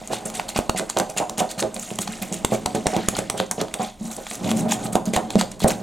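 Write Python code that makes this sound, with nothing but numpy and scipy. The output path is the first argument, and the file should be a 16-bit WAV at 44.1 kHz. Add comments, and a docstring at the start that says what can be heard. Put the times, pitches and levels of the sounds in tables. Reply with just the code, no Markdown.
"""Beating batter with a fork

A metal fork beats thick batter in a thin plastic bowl held over a kitchen table, half a metre from a small
camera with two microphone ports. The tines tick and rasp on the wall: noise bursts and wet, gritty noise.
Blows and drags ring the batter-damped bowl as banks of decaying modes; hard hits add short pushes of air.
Dense echoes of the small kitchen smear it all, over a quiet room tone of filtered noise."""
import sys
import numpy as np
from scipy import signal
from scipy.fft import rfft, irfft
from scipy.io import wavfile

SR = 44100
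rng = np.random.default_rng(int(sys.argv[2]) if len(sys.argv) > 2 else 0)


def write(x):
    x = np.atleast_2d(x).T
    wavfile.write(sys.argv[1], SR, np.round(np.clip(x, -1, 1) * 32767).astype(np.int16))

N = 256917
T = np.arange(N) / SR
HZ = np.maximum(np.arange(N // 2 + 1) * SR / N, 1)
LEFT_RIGHT = np.array([[1], [-1]])  # sign of a side signal in each channel


def undb(db):
    """Amplitude factor of a level in dB."""
    return 10 ** (np.asarray(db) / 20)


def unit(x):
    """Scale to rms 1."""
    return x / np.sqrt(np.mean(x ** 2))


def over_hz(table):
    """A (Hz, value) table read on a log axis at every frequency bin."""
    hz, value = np.transpose(table)
    return np.interp(np.log(HZ), np.log(np.maximum(hz, 1)), value)


def colour(x, gain):
    """Filter with unit power gain for white noise, so only the shape of the gain counts."""
    return irfft(rfft(x) * unit(gain), N)


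def add(bus, start_s, burst):
    """Mix a burst into the bus, cut off at the end."""
    i = int(start_s * SR)
    bus[i:i + len(burst)] += burst[:N - i]


def fade(t60_s):
    """Exponential decay, cut at -40 dB."""
    t = np.arange(int(t60_s * SR * 2 / 3)) / SR
    return 1000. ** (-t / t60_s)


def swell(rise_ms, t60_s):
    """A smooth rise multiplied by an exponential decay."""
    decay = fade(t60_s)
    ms = np.arange(len(decay)) * 1000 / SR
    return decay * (1 - np.exp(-ms / rise_ms))


def hump(ms):
    """Smooth contact force of height 1."""
    return np.hanning(max(int(ms * SR / 1000), 6))


# Room tone of the small kitchen. Each row: frequency in Hz, relative noise density in dB per Hz.
ROOM_TONE = [(15, -34), (25, 17), (76, 4), (120, -32), (734, 0), (1610, -28), (3620, -38), (4870, -90),
             (16000, -32)]
ROOM_TONE_DB = -50.5


def kitchen():
    """Quiet room tone, mostly low rumble, with a little noise of opposite sign in the two channels."""
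    gain = undb(over_hz(ROOM_TONE))
    mid = colour(rng.standard_normal(N), gain)
    side = colour(rng.standard_normal(N), gain)
    return undb(ROOM_TONE_DB) * (mid + 0.1 * side * LEFT_RIGHT)


def echoes(x, t60_s):
    """Dense decaying echoes of total energy 1, the first off the table after 3 ms."""
    tail = fade(t60_s)
    tail = rng.standard_normal(len(tail)) * tail / np.sqrt(np.sum(tail ** 2))
    delay = np.zeros(int(.003 * SR))
    return signal.fftconvolve(x, np.r_[delay, tail])[:N]


# Echoes that differ between the microphone ports. Each row: frequency in Hz, gain in dB.
APART = [(30, -36), (150, -14.5), (400, -15.5), (1000, -14), (3000, -20.5), (6000, -60), (9000, -9.5),
         (14000, -11)]
ROOM_DB, ROOM_T60_S, APART_T60_S = -12, 0.36, 0.1


def small_room(dry):
    """The small kitchen returns echoes, some common to both ports and some opposite in sign."""
    mid = dry + undb(ROOM_DB) * echoes(dry, ROOM_T60_S)
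    side = irfft(rfft(echoes(mid, APART_T60_S)) * undb(over_hz(APART)), N)
    return mid + side * LEFT_RIGHT


def ring(force, modes):
    """Damped modes driven by a force, each a one-pole complex resonator."""
    out = 0
    for hz, db, t60_s in modes:
        pole = np.exp((2j * np.pi * hz - np.log(1000) / t60_s) / SR)
        out = out + undb(db) * signal.lfilter([1], [1, -pole], force).imag
    return out


def white_rms(modes):
    """Rms that unit white noise rings up in a bank of modes."""
    impulse = np.eye(1, SR // 4)[0]
    return np.sqrt(np.sum(ring(impulse, modes) ** 2))


# Low modes of the batter-filled belly. Each row: frequency in Hz, relative drive in dB, decay t60 in seconds.
BELLY = [(123.6, -7.5, 0.17), (193.2, -5.5, 0.2), (221.9, 1.5, 0.12), (275, -2.5, 0.042)]
# Higher modes of the plastic wall. Each row: frequency in Hz, relative drive in dB, decay t60 in seconds.
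WALL = [(348, -7.5, 0.099), (442, 1.5, 0.03), (540.7, -0.5, 0.077), (635.7, 3.5, 0.057),
        (740.6, 5.5, 0.049), (808.7, -11, 0.16), (930, -3, 0.033), (1020, -13, 0.03), (1484, -24, 0.044)]


def bowl_drag(belly_db, wall_db):
    """The fork dragged through the batter keeps both banks of modes ringing with smooth noise."""
    out = 0
    for level_db, modes in ((belly_db, BELLY), (wall_db, WALL)):
        force = undb(level_db) * rng.standard_normal(N)
        out = out + ring(force, modes) / white_rms(modes)
    return out


SPOT_DB = 11.5  # most that a mode is favoured


def favour(modes, spot_hz, octaves):
    """Where the fork lands and how the batter lies favour the modes near one pitch."""
    favoured = []
    for hz, db, t60_s in modes:
        distance = np.log2(hz / spot_hz) / octaves
        favoured.append((hz, db + SPOT_DB * np.exp(-distance ** 2), t60_s))
    return favoured


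def knock(modes, db, push, drag):
    """One short push sets the modes ringing, and the drag that follows it smears them."""
    blow = ring(np.pad(push, (0, len(drag) + SR // 8)), modes)
    smear = ring(np.pad(drag, (0, len(push) + SR // 8)), modes) / white_rms(modes)
    return undb(db) * (blow / np.abs(blow).max() + smear)


# Blows that ring the bowl. Each row: listed time in seconds (the blow sounds KNOCK_LAG_S later), peak of
# the wall modes in dB, peak of the belly modes in dB, favoured wall pitch in Hz, favoured belly pitch in Hz,
# drag on the wall after the blow in dB relative to that blow.
KNOCKS = [(.014, -24, -34, 785, 202, -13.5), (.1, -23, -29, 427, 234, 3), (.255, -20, -28, 550, 218, -13.5),
          (.389, -22, -32, 756, 185, -15), (.558, -12, -19.5, 766, 207, -18),
          (.588, -19.5, -28, 773, 188, -4.5), (.693, -19.5, -34, 570, 183, -9),
          (.746, -14.5, -24, 750, 190, -17), (.793, -18.5, -30, 530, 203, 0),
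          (.964, -10.5, -33, 620, 213, -3), (1.0, -14, -24, 734, 214, -6.5),
          (1.094, -21, -34, 754, 210, -11), (1.163, -18, -33, 756, 186, -6.5),
          (1.2, -9.5, -38, 770, 230, -6), (1.295, -25, -31, 751, 214, -4.5),
          (1.378, -24, -20.5, 775, 193, 3), (1.403, -10.5, -29, 730, 191, -2.5),
          (1.575, -25, -23.5, 633, 188, -8), (1.621, -13, -32, 466, 199, -2),
          (1.76, -24, -29, 670, 183, -8), (1.913, -17.5, -25, 397, 229, -20),
          (1.989, -21.5, -21, 420, 196.4, -9), (2.055, -40, -27, 444, 213, -9),
          (2.086, -31, -22.5, 773, 220, -6), (2.214, -27, -21.5, 740, 205, -1.5),
          (2.314, -22, -18, 455, 201, -6), (2.446, -36, -40, 506, 205, -24),
          (2.519, -6.5, -15.5, 556, 215, -7.5), (2.658, -22, -25, 765, 199, -2),
          (2.746, -9, -17.5, 430, 198, -8.5), (2.856, -9, -32, 740, 258, -10),
          (2.865, -28, -38, 640, 175, -14), (2.93, -14, -33, 760, 192, -4.5),
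          (2.963, -7.5, -14, 396, 186, -10), (3.085, -18.5, -29, 617, 166, -20),
          (3.125, -26.5, -24, 740, 190, 1.5), (3.187, -11, -24, 510, 216, -10.5),
          (3.299, -23.5, -39, 939, 221, -6.5), (3.34, -16.5, -33, 522, 192, -7.5),
          (3.399, -10, -23, 520, 197, -10.5), (3.512, -24, -28.5, 937, 198, -6),
          (3.579, -14.5, -25, 520, 231, -7), (3.614, -8, -28, 500, 190, -13.5),
          (3.738, -25, -33, 750, 194, -2), (3.794, -14, -23.5, 745, 198, -1.5),
          (4.008, -34, -21.5, 680, 212, -7), (4.047, -28, -22.5, 748, 222, -13),
          (4.174, -31, -43, 560, 220, 4.5), (4.309, -31.5, -32, 750, 212, 0),
          (4.417, -39, -28, 759, 241, -9), (4.443, -33, -16.5, 530, 191, -19),
          (4.514, -13, -28, 549, 229, -11), (4.611, -33, -14, 646, 221, -13),
          (4.65, -21, -16.5, 615, 226, 0.5), (4.851, -25, -18.5, 616, 161, -1.5),
          (4.926, -26, -21, 520, 191, -9), (4.953, -3, -24, 885, 223, -16),
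          (5.071, -21, -13, 520, 203, -7.5), (5.134, -9, -23, 520, 229, -13.5),
          (5.161, -4.5, -31, 880, 229, -10.5), (5.354, -5, -7.5, 503, 208, -16.5),
          (5.412, -18, -25, 550, 186, -8), (5.619, -16, -21, 406, 176, -23), (5.644, -4, -11, 527, 210, -6),
          (5.705, -17.5, -19, 581, 174, -7)]
PUSH_MS, KNOCK_RISE_MS, DRAG_T60_S = 1.29, 6.9, 0.18
BELLY_DRAG_DB = -7  # relative to the blow
BELLY_OCTAVES, WALL_OCTAVES = 0.17, 0.44  # width of the favoured region
KNOCK_LAG_S = 0.00149  # constant offset from the listed time to the sounding blow or thump


def blows():
    """Each blow strikes belly and wall modes, then drags on with noise that swells and dies."""
    out = np.zeros(N)
    belly_noise, wall_noise = rng.standard_normal((2, N + SR))
    push, ease = hump(PUSH_MS), swell(KNOCK_RISE_MS, DRAG_T60_S)
    for s, wall_db, belly_db, wall_hz, belly_hz, wall_drag_db in KNOCKS:
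        span = slice(int(s * SR), int(s * SR) + len(ease))
        belly_drag = undb(BELLY_DRAG_DB) * ease * belly_noise[span]
        wall_drag = undb(wall_drag_db) * ease * wall_noise[span]
        belly = favour(BELLY, belly_hz, BELLY_OCTAVES)
        wall = favour(WALL, wall_hz, WALL_OCTAVES)
        add(out, s + KNOCK_LAG_S, knock(belly, belly_db, push, belly_drag))
        add(out, s + KNOCK_LAG_S, knock(wall, wall_db, push, wall_drag))
    return out


# Hard hits that shove air directly. Each row: listed time in seconds (the push of air sounds KNOCK_LAG_S
# later), peak in dB, length of the push in ms.
THUMPS = [(0.588, -2.5, 1.13), (0.694, -3, 1.2), (2.446, -3, 1.08), (2.659, -13, 1.9), (2.866, -4.5, 1.2),
          (3.084, -2, 0.96), (3.184, -14, 1.2), (3.299, -19.5, 2), (4.952, -17, 2.9), (5.162, -5, 1.37),
          (5.354, -4, 1.24), (5.643, 2.5, 1.35)]


def thumps():
    """The wall gives way under a hard hit and pushes out one smooth pulse of air."""
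    out = np.zeros(N)
    for s, db, ms in THUMPS:
        add(out, s + KNOCK_LAG_S, undb(db) * hump(ms))
    return out


RADIATES_HZ = 115


def bowl(belly_db, wall_db):
    """Ringing modes, weak at the bottom as a small bowl radiates little below its lowest mode, and thumps."""
    highpass = signal.butter(4, RADIATES_HZ, "high", fs=SR)
    return signal.lfilter(*highpass, bowl_drag(belly_db, wall_db) + blows()) + thumps()


GRAINS_PER_S, GRAIN_SPREAD_DB, GRAIN_MS = 600, 3, 6.4


def grit():
    """Noise roughened by tiny slips of very uneven size; rms 1."""
    sizes = undb(GRAIN_SPREAD_DB * rng.exponential(size=N))
    slips = (rng.random(N) < GRAINS_PER_S / SR) * sizes
    roughness = 1.02 + np.convolve(slips, hump(GRAIN_MS), "same")
    return unit(rng.standard_normal(N) * roughness)


def wet(edges_hz):
    """Squelch: every band slips and smears on its own; rms 1."""
    spectrum = 0
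    for low, high in zip(edges_hz[:-1], edges_hz[1:]):
        spectrum = spectrum + rfft(grit()) * ((HZ >= low) & (HZ < high))
    return unit(irfft(spectrum, N))


SQUISH_Q, SQUISH_DB = 7.2, 1


def squish(x, hz):
    """A pocket in the batter lifts one band."""
    return x + undb(SQUISH_DB) * signal.lfilter(*signal.iirpeak(hz, SQUISH_Q, fs=SR), x)


SCRAPE_T60_S = 0.11


def stroke(rise_s, fall_s, start_db, lift_db):
    """Pressure builds to its peak, eases until the fork lifts, then the batter lets go."""
    t = np.arange(-rise_s, fall_s, 1 / SR)
    held_db = np.interp(t, [-rise_s, 0, fall_s], [start_db, 0, lift_db])
    return np.r_[undb(held_db), undb(lift_db) * fade(SCRAPE_T60_S)]


# Tines meeting the wall. Each row: start in seconds, level of the bright part in dB before the rasp colour,
# dull part (below 5 kHz) in dB relative to the bright one, pocket frequency in Hz, contact time in ms.
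TICKS = [(0.0746, -19.5, -11, 1590, 1.4), (0.1321, -28.5, 14, 3600, 3.4), (.255, -25, -15, 1440, 1.6),
         (0.2996, -22.5, -1.5, 4160, 3.1), (0.3539, -15, -6, 3700, 0.73), (0.396, -24.5, 11.5, 1580, 3.4),
         (.49, -20.5, -1, 4200, 3), (0.5622, -16.5, 11, 1430, 1.2), (0.588, -19, 0, 2570, 4.8),
         (0.6937, -15, 6, 1470, 5.4), (.7755, -16, -10, 1980, 2.4), (0.7951, -18.5, 4.5, 1510, 3.7),
         (0.8988, -10.5, -5.5, 4410, 1.8), (0.9706, -17.5, 11, 1460, 1.7), (0.9848, -13, -26, 3000, 5.5),
         (0.9988, -13, 4.5, 1480, 2.4), (1.099, -19.5, -20, 4780, 2.6), (1.174, -12, -1.5, 2700, 2.2),
         (1.199, -27, 8.5, 1400, 2.6), (1.2946, -18.5, -0.5, 3730, 4.8), (1.3809, -9, -10, 2960, 1.1),
         (1.4014, -18, -12, 2900, 1.4), (1.5922, -20, 0, 4360, 3.7), (1.6254, -22.5, 12, 1530, 2.4),
         (1.7642, -25.5, 7.5, 2460, 1.8), (1.7953, -14, -27, 4710, 2.1), (1.8266, -22, -14, 2780, 2.7),
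         (1.9045, -25, 7, 2800, 1.4), (1.956, -28, -7, 3580, 4.6), (1.9859, -16.5, -0.5, 3220, 5.7),
         (2.018, -17.5, -19, 4140, 2.9), (2.0739, -29, 11, 4200, 7.7), (2.1224, -22.5, -12, 1710, 2.1),
         (2.2163, -32, -10, 2460, 5.3), (2.3254, -16.5, -8.5, 1820, 2), (2.3406, -20, -11, 2860, 3.6),
         (2.447, -8, -2, 1900, 4.2), (2.538, -22, -1, 2310, 2), (2.658, -13.5, 0.5, 4000, 6.2),
         (2.749, -23, 2, 3500, 4.2), (2.8681, -10, 4, 1910, 2.5), (2.9651, -15, 3, 3700, 1.8),
         (3.0846, -7.5, -2, 1540, 4.8), (3.1662, -18.5, 2, 2100, 3.4), (3.1873, -17.5, -1, 1450, 3),
         (3.2985, -9.5, -2, 3500, 3.5), (3.3767, -17.5, -18, 3240, 2), (3.4, -18, 9.5, 1510, 2.3),
         (3.512, -5.5, -3, 1570, 1.77), (3.6124, -13.5, -1.5, 1340, 4.6), (3.6823, -43, 19.5, 2660, 2.7),
         (3.7398, -11, 0, 3470, 2.4), (4.0573, -29, -5, 4030, 2.5), (4.1148, -26, 6, 1470, 1.1),
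         (4.1632, -25, -10, 1430, 5.7), (4.2668, -34, 16.5, 3270, 2.2), (4.311, -30, 12.5, 1980, 4),
         (4.354, -20, -15, 3920, 1.9), (4.443, -31, 10, 3300, 2.8), (4.5135, -16.5, 3.5, 3420, 3.4),
         (4.571, -17, -18, 3980, 2.2), (4.718, -20.5, 3, 3300, 10.7), (4.9541, -11.5, 5.5, 1310, 2.1),
         (5.0545, -21.5, -12, 4750, 3), (5.1348, -18.5, 0, 2010, 4.4), (5.161, -15, 5, 1800, 5.3),
         (5.3032, -22.5, 2, 4120, 5.2), (5.355, -21.5, 8, 3820, 1.8), (5.4115, -11, 5.5, 4650, 1.53),
         (5.6028, -20.5, 1.5, 4200, 2.1), (5.6821, -14, -1, 4130, 1.2), (5.7043, -18, 8, 1600, 2)]
TICK_RISE_MS, TICK_T60_S, TICK_TAIL_DB = 1.5, 0.053, -17.5


def ticks(dull):
    """Short cracks of noise under a contact hump with a weak tail; the dull ones open a pocket."""
    out, noise = np.zeros(N), rng.standard_normal(N + SR)
    for s, db, dull_db, pocket_hz, ms in TICKS:
        shape = undb(TICK_TAIL_DB) * swell(TICK_RISE_MS, TICK_T60_S)
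        contact = hump(ms)
        shape[:len(contact)] += contact / 2
        burst = noise[int(s * SR):][:len(shape)]
        burst = shape * burst / np.sqrt(np.average(burst ** 2, weights=shape ** 2))
        if dull:
            add(out, s, undb(db + dull_db) * squish(burst, pocket_hz))
        else:
            add(out, s, undb(db) * burst)
    return out


# Wet scrapes along the wall. Each row: loudest moment in seconds, rise in seconds, fall in seconds,
# hiss above 5 kHz in dB, squelch below it in dB, both at the loudest moment before the rasp colour.
SCRAPES = [(0.135, 0.024, 0.046, -34.5, -35), (.256, 0.0046, 0.049, -33, -46.5),
           (0.352, 0.014, 0.072, -35, -37.5), (.491, 0.011, 0.021, -31, -37),
           (.577, 0.03, 0.024, -31.5, -32), (.782, .022, .02, -28, -29), (.896, 0.0042, 0.014, -33, -35.5),
           (0.989, 0.028, 0.027, -35, -35), (1.098, 0.0062, 0.02, -39.5, -45.5),
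           (1.186, 0.022, 0.011, -23, -27), (1.401, 0.026, 0.01, -24.5, -27.5),
           (1.516, 0.026, 0.01, -30, -38), (1.604, 0.025, 0.015, -24.5, -30.5),
           (1.744, 0.0035, .015, -33, -50), (1.824, 0.07, 0.14, -38.5, -50.5),
           (2.023, 0.028, .014, -27.5, -39), (2.118, 0.056, 0.21, -48.5, -48.5),
           (2.223, 0.0065, 0.017, -27.5, -37.5), (2.336, .016, 0.049, -33.5, -41),
           (2.548, 0.043, 0.02, -32.5, -37.5), (2.751, 0.0072, 0.031, -35, -38),
           (2.868, 0.0096, 0.0086, -36, -36), (2.91, 0.054, 0.39, -46.5, -40.5),
           (3.19, 0.038, .012, -33, -32.5), (3.385, 0.023, 0.053, -38.5, -38.5),
           (3.614, 0.038, .012, -44, -34), (3.828, 0.041, 0.07, -38.5, -40.5),
           (4.075, 0.08, 0.044, -41, -49), (4.115, .012, 0.11, -38.5, -48), (4.359, 0.14, 0.018, -38, -50),
           (4.51, 0.079, 0.016, -33.5, -38), (4.594, 0.038, 0.028, -31, -43.5),
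           (4.727, 0.043, 0.026, -24.5, -29.5), (4.865, 0.076, 0.019, -35.5, -40.5),
           (4.931, 0.0073, 0.018, -30, -36), (4.951, .005, 0.0063, -39, -53),
           (5.06, 0.0065, 0.04, -35.5, -42.5), (5.14, 0.0087, 0.022, -30.5, -31),
           (5.164, 0.022, 0.017, -33, -35), (5.304, 0.0055, 0.069, -43, -48),
           (5.395, 0.015, 0.033, -26.5, -29), (5.518, .006, 0.0073, -37.5, -39.5),
           (5.596, 0.0037, 0.0079, -34, -54), (5.643, 0.039, 0.006, -30.5, -33),
           (5.682, 0.0091, .025, -21.5, -33), (5.712, 0.013, 0.016, -34, -30.5)]
# Start and lift of a stroke in dB relative to its loudest moment
HISS_START_DB, HISS_LIFT_DB, SQUELCH_START_DB, SQUELCH_LIFT_DB = -19.5, -17.5, -12, -12.5


def scrapes(squelch, dull):
    """Changing pressure shapes the wet noise; the dull part takes the pocket of the nearest tick."""
    out, padded = np.zeros(N), np.r_[squelch, np.zeros(SR)]
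    for s, rise_s, fall_s, hiss_db, squelch_db in SCRAPES:
        if dull:
            pressure = undb(squelch_db) * stroke(rise_s, fall_s, SQUELCH_START_DB, SQUELCH_LIFT_DB)
        else:
            pressure = undb(hiss_db) * stroke(rise_s, fall_s, HISS_START_DB, HISS_LIFT_DB)
        smear = pressure * padded[int((s - rise_s) * SR):][:len(pressure)]
        if dull:
            nearest = min(TICKS, key=lambda tick: abs(tick[0] - s))
            smear = squish(smear, nearest[3])
        add(out, s - rise_s, smear)
    return out


# Colour of the tines on the wall. Each row: frequency in Hz, relative density in dB per Hz.
RASP = [(710, 34.5), (1200, 7), (1310, 0.5), (1440, 0.5), (1680, -3), (2000, -0.5), (3010, -2), (3510, 0),
        (5130, -0.5), (6650, 7), (8440, 4.5), (14000, -11), (16000, -18)]
# Edges in Hz of the bands that slip on their own
WET_HZ = [1200, 1900, 3000, 5000, 7500, 11000, 17000]
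DRAG_DULL_DB = 2.5  # dull part of the steady rasp relative to the bright part


def tines(rasp_db):
    """Steady rasp, scrapes and cracks, in a bright part above 5 kHz and a dull part below."""
    bright_gain = 1 / (1 + (5000 / HZ) ** 6)
    dull_gain = (1 - bright_gain) / (1 + (1100 / HZ) ** 6)
    bright_squelch, dull_squelch = wet(WET_HZ[2:]), wet(WET_HZ[:5])
    bright = undb(rasp_db) * bright_squelch + scrapes(bright_squelch, False) + ticks(False)
    dull = undb(rasp_db + DRAG_DULL_DB) * dull_squelch + scrapes(dull_squelch, True) + ticks(True)
    rasp = undb(over_hz(RASP))
    return colour(bright, rasp * bright_gain) + colour(dull, rasp * dull_gain)


# Fork dragged through the batter between the strokes. Each row: time in seconds, bright rasp in dB before
# its colour, belly modes in dB, wall modes in dB.
DRAG = [(0.0, -51.5, -50, -53.5), (.15, -53, -44, -37.5), (.6, -58, -46, -42), (1.2, -56.5, -50, -44),
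        (1.6, -60.5, -46, -41.5), (2.0, -52, -43.5, -45.5), (2.4, -54.5, -39.5, -41.5),
        (2.8, -52.5, -37.5, -40.5), (3.3, -62, -39.5, -56), (3.75, -55.5, -49, -45), (3.95, -61, -49, -60),
        (4.1, -67, -43.5, -39), (4.3, -49.5, -51.5, -54.5), (4.46, -53, -24, -29), (4.57, -51, -21.5, -34),
        (4.66, -57, -28, -30.5), (4.95, -66, -35.5, -37.5), (5.4, -54.5, -36, -38), (5.6, -67, -42, -47.5),
        (5.83, -54.5, -32, -37)]


def scene():
    """Fork and bowl in the small kitchen, over its room tone."""
    s, *columns = np.transpose(DRAG)
    rasp_db, belly_db, wall_db = (np.interp(T, s, column) for column in columns)
    dry = tines(rasp_db) + bowl(belly_db, wall_db)
    return small_room(dry) + kitchen()


# Level between the microphone ports. Each row: frequency in Hz, left minus right in dB.
PORT_DB = [(60, 0.5), (110, 1.5), (200, 0.5), (380, -4.5), (700, -3), (1290, -1), (2380, -0.5), (4400, 0.5),
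           (8120, -1), (15000, -1)]
# Phase between the microphone ports. Each row: frequency in Hz, lead of the left in radians.
PORT_RAD = [(0, -1.4), (260, -0.2), (860, 0.61), (2330, 0.16), (9130, -0.079), (10600, 0.86), (12700, 1),
            (15400, 0.99), (16100, 0.0)]
TOP_HZ = 16000


def record(dry):
    """Two close microphone ports differ a little in level and phase; peaks are clipped, the top is cut."""
    port = undb(over_hz(PORT_DB) / 2) * np.exp(.5j * over_hz(PORT_RAD))  # half the difference to each port
    left = irfft(rfft(dry[0]) * port, N)
    right = irfft(rfft(dry[1]) / port, N)
    clipped = np.clip(np.array([left, right]), -1, 1)
    lowpass = signal.ellip(8, .2, 70, TOP_HZ, fs=SR, output="sos")
    return signal.sosfilt(lowpass, clipped)


dry = scene()
out = record(dry)
write(out)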